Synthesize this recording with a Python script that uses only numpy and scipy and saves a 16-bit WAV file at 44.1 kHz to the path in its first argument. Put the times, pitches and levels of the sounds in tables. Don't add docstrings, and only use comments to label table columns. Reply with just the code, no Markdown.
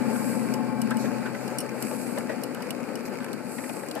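import sys
import numpy as np
from scipy import signal
from scipy.fft import rfft, irfft, next_fast_len
from scipy.io import wavfile
from scipy.ndimage import uniform_filter1d, map_coordinates

SR = 44100
rng = np.random.default_rng(int(sys.argv[2]) if len(sys.argv) > 2 else 0)


def master_out(mix):
    frames = np.transpose(np.atleast_2d(mix))
    ceiling = np.clip(frames, -1, 1)
    pcm = np.round(ceiling * 32767).astype(np.int16)
    wavfile.write(sys.argv[1], SR, pcm)


N = 176400
T = np.arange(N) / SR


def amp(db):
    return 10 ** (np.asarray(db) / 20)


def unit(x):
    return x / np.sqrt(np.mean(x ** 2) + 1e-20)


def along(points, hz):
    freqs, values = np.transpose(points)
    return np.interp(np.log(hz + 1), np.log(freqs + 1), values)


def curve(rows):
    return np.interp(T, *np.transpose(rows))


def wobble(rate_hz):
    knots = rng.standard_normal(int(N * rate_hz / SR) + 4)
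    return map_coordinates(knots, [T[::50] * rate_hz]).repeat(50)[:N]


def pan(db):
    gains = amp(np.array([np.atleast_1d(db), -np.atleast_1d(db)]) / 2)
    return gains / gains.mean(0)


def filtered(x, response):
    n = x.shape[-1]
    padded = next_fast_len(n + 4096)
    return irfft(rfft(x, padded) * response(np.fft.rfftfreq(padded, 1 / SR)), padded)[..., :n]


def resonances(modes, f):
    return sum((-1) ** k * amp(db) * 1j * f * width / (hz * hz - f * f + 1j * f * width)
               for k, (hz, width, db) in enumerate(modes))


def add(out, start_s, x):
    i = max(round(start_s * SR), 0)
    out[:, i:i + x.shape[1]] += x[:, :N - i]


# freq_hz, correlation
STEREO_LIKENESS = [(50, 0.099), (200, 0.99), (600, 0.49), (1200, 0.86), (2200, 0.43), (4000, -0.33),
                   (12000, 0.099)]

def stereo_noise(response, source=None):
    def mid_side(hz):
        angle = np.arccos(np.clip(along(STEREO_LIKENESS, hz), -1, 1)) / 2
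        return response(hz) * np.array([np.cos(angle), np.sin(angle)])
    if source is None:
        source = rng.standard_normal((2, N))
    mid, side = filtered(source, mid_side)
    return unit(np.array([mid + side, mid - side]))


def rush(spectrum, patchy_db):
    cells = signal.stft(rng.standard_normal((2, N)), nperseg=512)[2]
    patches = uniform_filter1d(rng.standard_normal(cells.shape[1:]), size=6, axis=0)
    patches = uniform_filter1d(patches, size=9, axis=1)
    patchy = signal.istft(cells * amp(patchy_db * unit(patches)), nperseg=512)[1][:, :N]
    return stereo_noise(lambda hz: amp(along(spectrum, hz)), patchy)


def blow(modes, rise_s=.001, t60_s=.024):
    t = T[:SR // 4]
    envelope = np.minimum(t / rise_s, 1) * amp(-60 * np.maximum(t - rise_s, 0) / t60_s)
    contact = envelope * rng.standard_normal((2, len(t)))
    return stereo_noise(lambda f: resonances(modes, f), contact) * np.sqrt(np.mean(envelope ** 2))


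# freq_hz, gain_db
WOODS_SPECTRUM = [(2000, -73), (4500, 18.5), (6200, -2), (8000, 11), (11500, 10), (13800, -18)]

def woods():
    return amp(-63) * stereo_noise(lambda hz: amp(along(WOODS_SPECTRUM, hz)) * np.minimum(hz / 2000, 1))


HISS_SWELLS = [(.02, -42.5), (1.72, -42.5), (3.41, -44.5)]
HISS_SPECTRUM = [(2000, -84), (4500, -2.5), (5900, -8), (7000, -2.5), (8000, 7.5), (9300, 0), (10600, 2.5),
                 (11600, -1.5), (12600, 2), (13700, -21)]
WHEEL_SCRAPES = [(0.964, 0.17, -43.5), (1.282, 0.5, -50.5), (3.047, 0.042, -44.5)]
SCRAPE_SPECTRUM = [(2500, -27), (4200, 10.5), (6200, 10), (8100, 12), (9800, 2), (12000, 12.5),
                   (13600, -29)]

def hiss_and_scrapes():
    rise_s, hold_s, fall_s = .13, .16, .32
    corners = np.cumsum([0, rise_s, hold_s, fall_s])
    swells = sum(amp(db) * np.interp(T - start, corners, [0, 1, 1, 0]) for start, db in HISS_SWELLS)
    scrapes = sum(amp(db) * np.interp((T - start) / length, [0, .25, 1], [0, 1, 0])
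                  for start, length, db in WHEEL_SCRAPES)
    hiss = rush(HISS_SPECTRUM, patchy_db=.8)
    rubbing = rush(SCRAPE_SPECTRUM, patchy_db=2)
    thin_band = stereo_noise(lambda f: resonances([(12700, 250, 0)], f) ** 2)
    squeak = amp(-55) * np.exp(-((T - 3.075) / .038) ** 2) * thin_band
    return swells * amp(1.05 * wobble(83)) * hiss + scrapes * rubbing + squeak


RATTLE_RUNS = [(2.541, .08, -37), (3.197, .1, -37)]
CLANK_MODES = [(990, 68, 4.5), (1395, 65, 0), (1526, 71, 6.5), (1750, 67, 7)]

def rattles(gap_s=.021):
    out = np.zeros((2, N))
    for start, length, db in RATTLE_RUNS:
        for beat_s in np.arange(start, start + length, gap_s):
            late_s = rng.uniform(0, gap_s / 2)
            force_db = rng.normal(0, 3.1)
            ring_hz = rng.uniform(1200, 2500)
            add(out, beat_s + late_s, amp(db + force_db) * blow(CLANK_MODES + [(ring_hz, 520, 0)]))
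    return out


CAR_CLUNKS = [(0.152, -42, -36.5, 0.04, 1460), (0.906, -33, -30, 0.038, 1370),
              (0.911, -39, -34, 0.076, 1560), (1.05, -34, -39.5, 0.044, 1940),
              (1.254, -55, -34.5, 0.088, 1560), (1.342, -37, -36, 0.04, 1960),
              (1.905, -33.5, -54, 0.29, 880), (2.17, -22, -39, 0.059, 840), (2.289, -30, -38, 0.16, 1870),
              (3.579, -36, -37, 0.037, 2050), (3.635, -55, -40.5, 0.033, 1950),
              (3.69, -29, -41, 0.022, 2400), (3.829, -32, -41, 0.019, 1800), (3.954, -30.5, -40, 0.17, 850)]
THUD_MODES = [(482, 130, 7), (581, 127, 11), (693, 23, 4), (814, 50, 4)]

def clunks(rise_s=.0077):
    out = np.zeros((2, N))
    for start, thud_db, clank_db, t60_s, ring_hz in CAR_CLUNKS:
        ring = amp(4.5) * blow([(ring_hz, 170, 0)], rise_s, t60_s)
        thud = blow(THUD_MODES, rise_s, t60_s)
        clank = (blow(CLANK_MODES, rise_s, t60_s) + ring) / np.sqrt(2)
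        add(out, start, amp(thud_db) * pan(db=11) * thud + amp(clank_db) * pan(db=-.5) * clank)
    return out


COUPLER_STRIKES = [(1.585, -27.5), (1.603, -31.5)]
COUPLER_MODES = [(5460, -5), (9280, 0)]

def coupler(rise_s=.001, t60_s=.075):
    out = np.zeros((2, N))
    t = T[:SR // 4]
    envelope = np.minimum(t / rise_s, 1) * amp(-60 * t / t60_s)
    for start, db in COUPLER_STRIKES:
        for hz, gain_db in COUPLER_MODES:
            phase = 2 * np.pi * (hz * t + .5 * rng.random((2, 1)))
            roughness = 1.3 * wobble(300)[:len(t)]
            add(out, start, amp(db + gain_db) * envelope * np.sin(phase + roughness))
    return out


STEEL_CLICKS = [(0.5382, -28, 5370), (0.816, -25.5, 9100), (0.906, -31.5, 8100), (0.969, -31.5, 8450),
                (1.478, -34, 5300), (1.584, -22, 9000), (1.603, -29, 12400), (1.61, -35, 9200),
                (1.8235, -24.5, 12200), (2.183, -29.5, 8800), (2.435, -26.5, 11600), (2.546, -34, 1950),
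                (2.622, -35.5, 5050), (2.705, -25.5, 2870), (2.954, -31, 5400), (3.23, -43, 1730),
                (3.2436, -34, 2500), (3.33, -32.5, 4170), (3.692, -36, 1290), (3.885, -33.5, 7760),
                (3.911, -30, 4300), (3.951, -34, 11300)]
STEEL_MODES = [(2900, 70, 13), (4190, 230, 2), (5300, 770, 3), (7800, 420, 7.5), (9020, 750, 5),
               (11300, 230, 7), (12560, 800, 2.5)]

def clicks():
    out = np.zeros((2, N))
    for start, db, ring_hz in STEEL_CLICKS:
        ring = amp(-4) * blow([(ring_hz, 520, 0)])
        add(out, start, amp(db - 2.5) * (blow(STEEL_MODES) + ring))
    return out


ROLL_LEVEL = [(0, -31), (.7, -34.5), (1.05, -32.5), (1.5, -34), (2.05, -34.5), (3.2, -35), (3.4, -37),
              (4, -35.5)]
ROLL_BALANCE = [(30, -20), (100, 35), (300, 9), (1000, 8), (1600, -0.5)]
ROLL_SPECTRUM = [(25, -48), (60, -27.5), (100, -18.5), (200, 2), (290, 4), (380, 0), (540, 3), (680, -6),
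                 (850, -6), (1050, -14.5), (1300, -8.5), (1900, -14.5), (2500, -14.5), (3400, -32.5),
                 (4700, -19.5), (5900, -32.5), (8000, -22.5), (11000, -31), (13500, -31)]
GRIT_SPECTRUM = [(300, -10), (900, -8), (2500, 4), (3500, -30), (5000, -9), (8000, -12.5), (13000, -18)]

def wheels(specks_per_s=130, speck_decay_s=.0012):
    level_db = curve(ROLL_LEVEL)
    roar = filtered(rush(ROLL_SPECTRUM, patchy_db=1), lambda hz: pan(along(ROLL_BALANCE, hz)))
    crushed = rng.random(N) < specks_per_s / SR
    specks = crushed * amp(5 * np.minimum(rng.exponential(size=N), 3))
    bursts = signal.fftconvolve(specks, np.exp(-T[:SR // 20] / speck_decay_s))[:N]
    grit = stereo_noise(lambda hz: amp(along(GRIT_SPECTRUM, hz)), bursts * rng.standard_normal((2, N)))
    roar_db = level_db - 1.18 + wobble(24.83)
    grit_db = level_db - level_db.mean() - 52
    return amp(roar_db) * roar + amp(grit_db) * grit


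GEAR_LINES = [(516, 7.4, 1.5), (732, 15, 1.5), (868.6, 13.4, 5.5), (1066, 44, -6), (1564, 18, -4.5),
              (2333, 23, -8.5)]
GEAR_LEVEL = [(0, -39.5), (.7, -39), (1.4, -45.5), (2.5, -49), (4, -48)]

def gears():
    def lines(f):
        return sum(amp(db) * np.abs(resonances([(hz, 2 * half_width, 0)], f)) ** 2
                   for hz, half_width, db in GEAR_LINES)
    return pan(db=7) * amp(curve(GEAR_LEVEL)) * stereo_noise(lines)


DRIVE_LEVEL = [(0, -25), (1.05, -24), (1.5, -35), (2.1, -31), (2.7, -34), (3.25, -32.5), (4, -40.5)]
DRIVE_SPECTRUM = [(70, -45), (110, -16), (160, -11), (195, -4), (222, 3), (250, 7.5), (275, -4.5),
                  (330, -19), (520, -34), (700, -79)]
HUM_LEVEL = [(0, -45), (1, -43), (2, -50), (4, -55)]

def locomotive(turns_per_s=7.99, drone_hz=222.8, hum_hz=127.9, beat_hz=7.93):
    level_db = curve(DRIVE_LEVEL)
    rumble = np.zeros(N)
    for harmonic in range(10, 80):
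        hz = harmonic * turns_per_s
        phase = 2 * np.pi * (hz * T + rng.random()) + .81 * wobble(2.72)
        rumble += amp(along(DRIVE_SPECTRUM, hz)) * np.sin(phase)
    drone_db = -31 + 6.3 * (level_db - level_db.max())
    drone = amp(drone_db) * unit(np.sin(2 * np.pi * drone_hz * T + .5 * wobble(11.04)))
    drive = amp(level_db - 5) * unit(rumble) + drone
    lower_phase = 2 * np.pi * hum_hz * T + .33 * wobble(6.2)
    upper_phase = lower_phase + 2 * np.pi * beat_hz * (T - .115)
    hum = amp(curve(HUM_LEVEL)) * unit(np.sin(lower_phase) - amp(-3) * np.sin(upper_phase))
    stereo = pan(db=11) * drive + pan(db=12) * hum
    right_lead_rad = 1.76
    return np.real(signal.hilbert(stereo) * np.exp(.5j * right_lead_rad * np.array([[-1], [1]])))


def scene():
    return (locomotive() + gears() + wheels() + hiss_and_scrapes()
            + clicks() + clunks() + coupler() + woods() + rattles())


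def record(dry, top_hz=13900):
    return filtered(dry, lambda hz: hz < top_hz)


dry = scene()
out = record(dry)
master_out(out)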